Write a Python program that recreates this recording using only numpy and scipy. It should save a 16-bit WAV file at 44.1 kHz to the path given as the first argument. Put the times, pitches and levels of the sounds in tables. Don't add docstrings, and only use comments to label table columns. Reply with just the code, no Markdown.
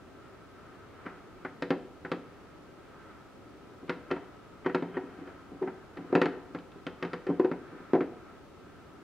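import sys
import numpy as np
from scipy import signal
from scipy.fft import rfft, irfft, next_fast_len
from scipy.io import wavfile
from scipy.ndimage import uniform_filter1d

SR = 44100
rng = np.random.default_rng(int(sys.argv[2]) if len(sys.argv) > 2 else 0)


def inscribe(sig):
    pcm = np.round(np.clip(np.atleast_2d(sig).T, -1, 1) * 32767)
    wavfile.write(sys.argv[1], SR, pcm.astype(np.int16))


N = 398204

# frequency in Hz, relative density in dB per Hz.
DRONE_SPECTRUM = [(12, -39), (20, -36), (38, -7), (64, -2.5), (90, 1), (232, -2), (306, 0.5), (342, -6.5),
                  (393, 0), (491, -20), (534, -5), (834, -9), (1300, -11.5), (1450, -12), (15500, -42.5)]
# centre in Hz, width in Hz, relative density in dB per Hz.
DRONE_HUMPS = [(379, 310, -1.5), (1297, 152, -3), (1563, 20, -4.5)]
# frequency in Hz, left-right correlation.
MICROPHONE_LIKENESS = [(30, 1), (130, 0.24), (300, 0.82), (640, 0.44), (1400, 0.9), (3100, 0.15),
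                       (7000, 0.06), (15000, .03)]

# start in seconds, level in dB, length in ms.
GRAZES = [(1.054, -34, 9.8), (3.879, -38.5, 16), (4.103, -27, 16), (4.645, -34, 25), (4.939, -39, 25)]
# time in seconds, level in dB.
SLIDES = [
    [(1.1, -62), (1.254, -64), (1.44, -59)],
    [(4.68, -66), (4.828, -46), (5.104, -49.5), (5.46, -64)],
    [(6.14, -52), (6.308, -53), (6.42, -59)],
    [(7.27, -41), (7.474, -64.5), (7.62, -58)],
]
# start in seconds, thud level in dB, push in degrees from vertical (90 at most is used),
# clank level in dB, hardness from 0 to 1, the collar's favoured pitch in Hz.
KNOCKS = [(1.0627, -35, 39, -32.5, 0.14, 1800), (1.4487, -30.5, 35, -30.5, 0.13, 1435),
          (1.6226, -24.5, 37, -28.5, 0.77, 1850), (1.7051, -15, 43, -24.5, 0.64, 1630),
          (2.0484, -31, 38, -33, 0.34, 1470), (2.1165, -22, 36, -27.5, 0.72, 1188),
          (3.8946, -23.5, 48, -25.5, 0.72, 1430), (4.1121, -22.5, 55, -27, 0.68, 1410),
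          (4.1639, -31, 7.6, -38.5, 0.2, 1340), (4.6614, -18.5, 50, -27, 0.43, 1170),
          (4.6966, -41, 12, -34.5, 0.1, 1830), (4.7466, -17, 59, -23.5, 0.61, 1360),
          (4.8233, -23.5, 18, -39, 0.57, 1360), (4.9692, -22.5, 69, -34, .3, 1870),
          (5.2736, -39, 63, -44, .45, 1670), (5.6247, -23, 69, -39.5, 0.1, 1220),
          (5.675, -26.5, 49, -37, 0, 1350), (5.971, -36.5, 89, -40, 0.69, 1860),
          (6.1274, -15.5, 72, -36, 0.1, 1450), (6.1518, -11.5, 32, -20, 0.59, 1350),
          (6.2153, -14, 65, -19, 0.64, 1900), (6.2568, -20, 13, -28.5, 0.67, 1930),
          (6.548, -27, 11, -35.5, 0.52, 1360), (6.587, -53, 18, -48, 0.87, 1270),
          (6.718, -53, 42, -54, 1, 1330), (6.8665, -27.5, 30, -32, 0.76, 1426),
          (7.0255, -25, 44, -29, 0.72, 1870), (7.0489, -28.5, 6.3, -38, .75, 2080),
          (7.1323, -27, 40, -32, 0.75, 1810), (7.2671, -27.5, 77, -37, 0.62, 1930),
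          (7.3007, -16.5, 48, -45, 0.2, 1390), (7.3969, -13, 110, -34, 0.45, 1480),
          (7.446, -17, 85, -36, 0.62, 1530), (7.5143, -21.5, 39, -34, 0.44, 1327),
          (7.9338, -12, 60, -30, 0.24, 1600), (7.9518, -11.5, 77, -33, 0.2, 1280),
          (8.0071, -22.5, 4.5, -31, 0.38, 1360)]
# start in seconds, thud level in dB, push in degrees from vertical.
BUMPS = [(2.179, -45, 6), (3.69, -44, 20), (3.823, -33, 25), (3.96, -37, 19), (5.03, -33, 6.2),
         (5.105, -40, 24), (5.181, -35, 8.6), (5.212, -31.5, 10), (5.513, -31, 10), (5.612, -19, 77),
         (5.727, -48, 51), (5.98, -27.5, 8), (6.038, -33.5, 24), (6.095, -34, 11), (6.304, -47, 14),
         (6.352, -35, 36), (6.497, -42, 51), (6.751, -39, 5), (7.283, -17.5, 52), (7.718, -32.5, 20),
         (7.794, -36.5, 18), (8.266, -51.5, 58)]

# frequency in Hz, relative level in dB, undamped t60 in seconds.
COLLAR_MODES = [(1145, -15, 0.1), (1348, 1.5, 0.055), (1446, -5, 0.036), (1520, -4, 0.1),
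                (1640, -3.5, 0.037), (1851, -3, 0.085), (2127, -5, 0.054)]
# frequency in Hz, relative level in dB, undamped t60 in seconds.
HANDLE_MODES = [(635, 16.5, 0.023), (718.6, -1.5, 0.45), (769.6, 0.5, 0.46), (787, -6.5, 0.27),
                (1003, 8, 0.2)]
# frequency in Hz, relative level in dB, undamped t60 in seconds.
RIM_MODES = [(2200, 6, 0.032), (2590, 8, 0.099), (3054, 7, 0.1), (3313, 0, 0.094), (3740, -11, 0.049),
             (3740, -39.5, 0.02), (4550, -34, .06)]
# frequency in Hz, relative level in dB, undamped t60 in seconds.
WALL_MODES = [(347, -11, .2), (370, 0, .3), (412, -12, .16)]
# frequency in Hz, relative level in dB, undamped t60 in seconds.
TRAY_MODES = [(472, -9, .16), (492, 0, .26)]
# frequency in Hz, relative level in dB, undamped t60 in seconds.
COUNTER_MODES = [(176, -2, .26), (222, -10, .14), (262, -6, .2), (282, 0, .3), (310, -7, .2)]

# lowest Hz, highest Hz, level in dB, t60 in seconds,
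# share that differs between the microphones.
KITCHEN_BANDS = [(60, 430, -11, 0.67, .2), (580, 1040, -9.5, 0.75, .25), (1420, 3900, -9.5, 0.47, 0.25),
                 (3550, 13000, -10.5, 0.33, .5)]

DRONE_DB = -52
WAVER_DB, WAVER_HZ = 2.5, 5
SPOT_DB, DETUNE = 1.8, .005
FAVOUR_DB, FAVOUR_OCTAVES = 15.5, 0.072
SMEAR_DB = -7
KNOCK_RING, BUMP_RING, RIM_RING = 0.59, 0.68, .6
THUD_RING = 0.89
BLUR_DB, BLUR_T60_S = -15, 0.27
CONTACT_MS, BUMP_CONTACT_MS = 1.73, 11
BUMP_HANDLE_DB, BUMP_TRAY_DB = -7, -18
HANDLE_SHARE, HANDLE_DB, TRAY_SHARE, TRAY_DB = 0.3, -4, 0.37, -6
RIM_SOFT_DB, RIM_HARD_DB, TICK_SOFT_DB, TICK_HARD_DB = -28, 30, -52.5, 27.5
HARD_HANDLE_DB = -4.5
HARD_TRAY_DB, HARD_LOW_DB, SOFT_LOW_DB = 9, 11.5, -9.5
KNOCK_PAN_DB = .9
TOP_HZ = 15700


def undb(db):
    return 10 ** (np.asarray(db) / 20)


def unit(x):
    return x / np.sqrt(np.mean(x ** 2))


def band(x, lo_hz, hi_hz, order=2):
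    return signal.sosfilt(signal.butter(order, [lo_hz, hi_hz], "bandpass", fs=SR, output="sos"), x)


def fade(t, t60):
    return np.exp(-np.log(1000) * t / t60)


def rise(t, contact_ms):
    return np.sin(np.pi / 2 * np.minimum(t / (contact_ms * 1e-3 + 1e-4), 1)) ** 2


def ring(modes, t, stretch, chance, neighbour=-0.8):
    hz, db, t60 = np.transpose(modes)[:, :, None]
    spot, tune = chance[:len(modes)].T[:, :, None]
    taper = neighbour ** np.arange(len(modes))[:, None]
    gain = undb(db + SPOT_DB * spot) * taper
    tuned_hz = hz * (1 + DETUNE * tune)
    waves = gain * np.sin(2 * np.pi * tuned_hz * t) * fade(t, t60 * stretch)
    return waves.sum(axis=0) / np.sqrt(np.sum(gain ** 2))


def smear(modes, db, t, noise, t60):
    blurred = unit(band(noise, 0.87 * modes[0][0], 0.98 * modes[-1][0], order=3))
    return undb(db + SMEAR_DB) * blurred * fade(t, t60)


def drone():
    size = next_fast_len(N)
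    hz = np.maximum(np.arange(size // 2 + 1) * SR / size, 1)

    def on_hz(table):
        table_hz, values = np.transpose(table)
        return np.interp(np.log(hz), np.log(table_hz), values)

    power = undb(on_hz(DRONE_SPECTRUM)) ** 2
    for centre_hz, width_hz, db in DRONE_HUMPS:
        power = power + undb(db) ** 2 / (1 + (2 * (hz - centre_hz) / width_hz) ** 2) ** 2
    alike = np.clip(on_hz(MICROPHONE_LIKENESS), 0, 1)
    shares = np.array([1 + alike, 1 - alike])
    mid, side = rfft(rng.standard_normal((2, size))) * np.sqrt(power * shares)
    tilt = undb(np.array([alike, -alike]) * .45)
    pair = irfft(np.array([mid + side, mid - side]) * tilt, size)[:, :N]
    step = int(SR / WAVER_HZ)
    levels = np.repeat(rng.standard_normal(N // step + 1), step)
    walk = unit(uniform_filter1d(levels, step)[:N])
    pair = pair + (undb(WAVER_DB * walk) - 1) * band(pair, 1100, 2200, order=1)
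    return undb(DRONE_DB) * pair / np.sqrt(np.mean(pair.mean(axis=0) ** 2))


def scrape():
    t, now = np.arange(SR // 6) / SR, np.arange(N) / SR
    press = np.zeros(N)
    for slide in SLIDES:
        slide_s, slide_db = np.transpose(slide)
        press += undb(np.interp(now, slide_s, slide_db, left=-120, right=-120))
    for s, db, ms in GRAZES:
        press += undb(db) * ((now > s) & (now < s + ms * 1e-3))
    slips = rng.standard_normal(N) * undb(2.2 * rng.exponential(size=N))
    parts = ((COLLAR_MODES, 0), (HANDLE_MODES, -2.5), (RIM_MODES, -12), (WALL_MODES, 3.0), (COUNTER_MODES, 1.5))
    body = sum(undb(db) * ring(modes, t, 0.45, rng.standard_normal((8, 2))) for modes, db in parts)
    return signal.fftconvolve(press * unit(slips), body / np.sqrt(np.sum(body ** 2)))[:N]


def thud(thud_db, degrees, tray_db, contact_ms, stretch, hardness=0.45):
    t, chance = np.arange(SR // 3) / SR, rng.standard_normal((3, 8, 2))
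    angle = np.radians(np.clip(degrees, 0, 90))
    (low_hz, low_db, low_t60), *rest = COUNTER_MODES
    counter = [(low_hz, low_db + SOFT_LOW_DB + HARD_LOW_DB * hardness, low_t60)] + rest
    parts = (
        (WALL_MODES, undb(thud_db) * np.sin(angle)),
        (TRAY_MODES, undb(tray_db)),
        (counter, undb(thud_db) * np.cos(angle)),
    )
    modes = sum(gain * ring(part, t, THUD_RING * stretch, c, 0.94) for (part, gain), c in zip(parts, chance))
    panels = unit(band(rng.standard_normal(len(t)), 230, 473, order=3))
    blur = undb(thud_db + BLUR_DB) * panels * fade(t, BLUR_T60_S)
    return rise(t, contact_ms) * (modes + blur)


def knock(thud_db, degrees, collar_db, hardness, spot_hz):
    t = np.arange(SR // 6) / SR
    chance, noise = rng.standard_normal((3, 8, 2)), rng.standard_normal((4, len(t)))
    stretch, clank_over_thud = KNOCK_RING, collar_db - thud_db
    handle_db = thud_db + HANDLE_SHARE * clank_over_thud + HANDLE_DB + HARD_HANDLE_DB * (hardness - .5)
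    tray_db = thud_db + TRAY_SHARE * clank_over_thud + TRAY_DB + HARD_TRAY_DB * (hardness - .5)
    rim_db = collar_db + RIM_SOFT_DB + RIM_HARD_DB * hardness
    tick_db = collar_db + TICK_SOFT_DB + TICK_HARD_DB * hardness
    collar = []
    for hz, db, t60 in COLLAR_MODES:
        octaves = np.log2(hz / spot_hz)
        collar.append((hz, db + FAVOUR_DB * np.exp(-(octaves / FAVOUR_OCTAVES) ** 2), t60))
    metal = undb(handle_db) * ring(HANDLE_MODES, t, stretch, chance[0])
    metal += smear(HANDLE_MODES, handle_db, t, noise[0], 0.18 * stretch)
    metal += undb(collar_db) * ring(collar, t, stretch, chance[1])
    metal += smear(COLLAR_MODES, collar_db, t, noise[1], 0.2 * stretch)
    metal += undb(rim_db) * ring(RIM_MODES, t, RIM_RING * stretch, chance[2])
    metal += smear(RIM_MODES, rim_db, t, noise[2], 0.08 * stretch)
    tick = unit(band(noise[3], 3100, 9400)) * (fade(t, 0.014) + 0.22 * fade(t, 0.12))
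    out = thud(thud_db, degrees, tray_db, CONTACT_MS, stretch, hardness)
    out[:len(t)] += rise(t, 0.052 * CONTACT_MS) * metal + undb(tick_db) * tick
    return out


def bump(thud_db, degrees):
    out = thud(thud_db, degrees, thud_db + BUMP_TRAY_DB, BUMP_CONTACT_MS, BUMP_RING)
    t = np.arange(len(out)) / SR
    ringing = ring(HANDLE_MODES, t, BUMP_RING, rng.standard_normal((8, 2)))
    return out + rise(t, BUMP_CONTACT_MS) * undb(thud_db + BUMP_HANDLE_DB) * ringing


def machine():
    out = np.zeros(N + SR)
    for table, play in ((KNOCKS, knock), (BUMPS, bump)):
        for s, *blow in table:
            sound, start = play(*blow), int(s * SR)
            out[start:start + len(sound)] += sound
    return band(out[:N] + scrape(), 169, 18000, order=3)


def kitchen(x):
    t, echo = np.arange(SR) / SR, 0
    build_up = np.clip((t - .004) / 0.0029, 0, 1)
    for lo_hz, hi_hz, db, t60, apart in KITCHEN_BANDS:
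        mid, side = band(rng.standard_normal((2, SR)), lo_hz, hi_hz) * fade(t, t60) * build_up
        scale = undb(db) * np.sqrt(2 * (hi_hz - lo_hz) / SR / np.sum(mid ** 2))
        echo = echo + scale * (mid + apart * side * np.array([[1], [-1]]))
    return signal.fftconvolve(x[None], echo, axes=1)[:, :N]


def scene():
    dry_machine = machine()
    pan = undb(np.array([[1], [-1]]) * KNOCK_PAN_DB / 2)
    return (dry_machine + kitchen(dry_machine)) * pan + drone()


def record(dry):
    return signal.sosfilt(signal.ellip(10, .2, 80, TOP_HZ, fs=SR, output="sos"), dry)


dry = scene()
out = record(dry)
inscribe(out)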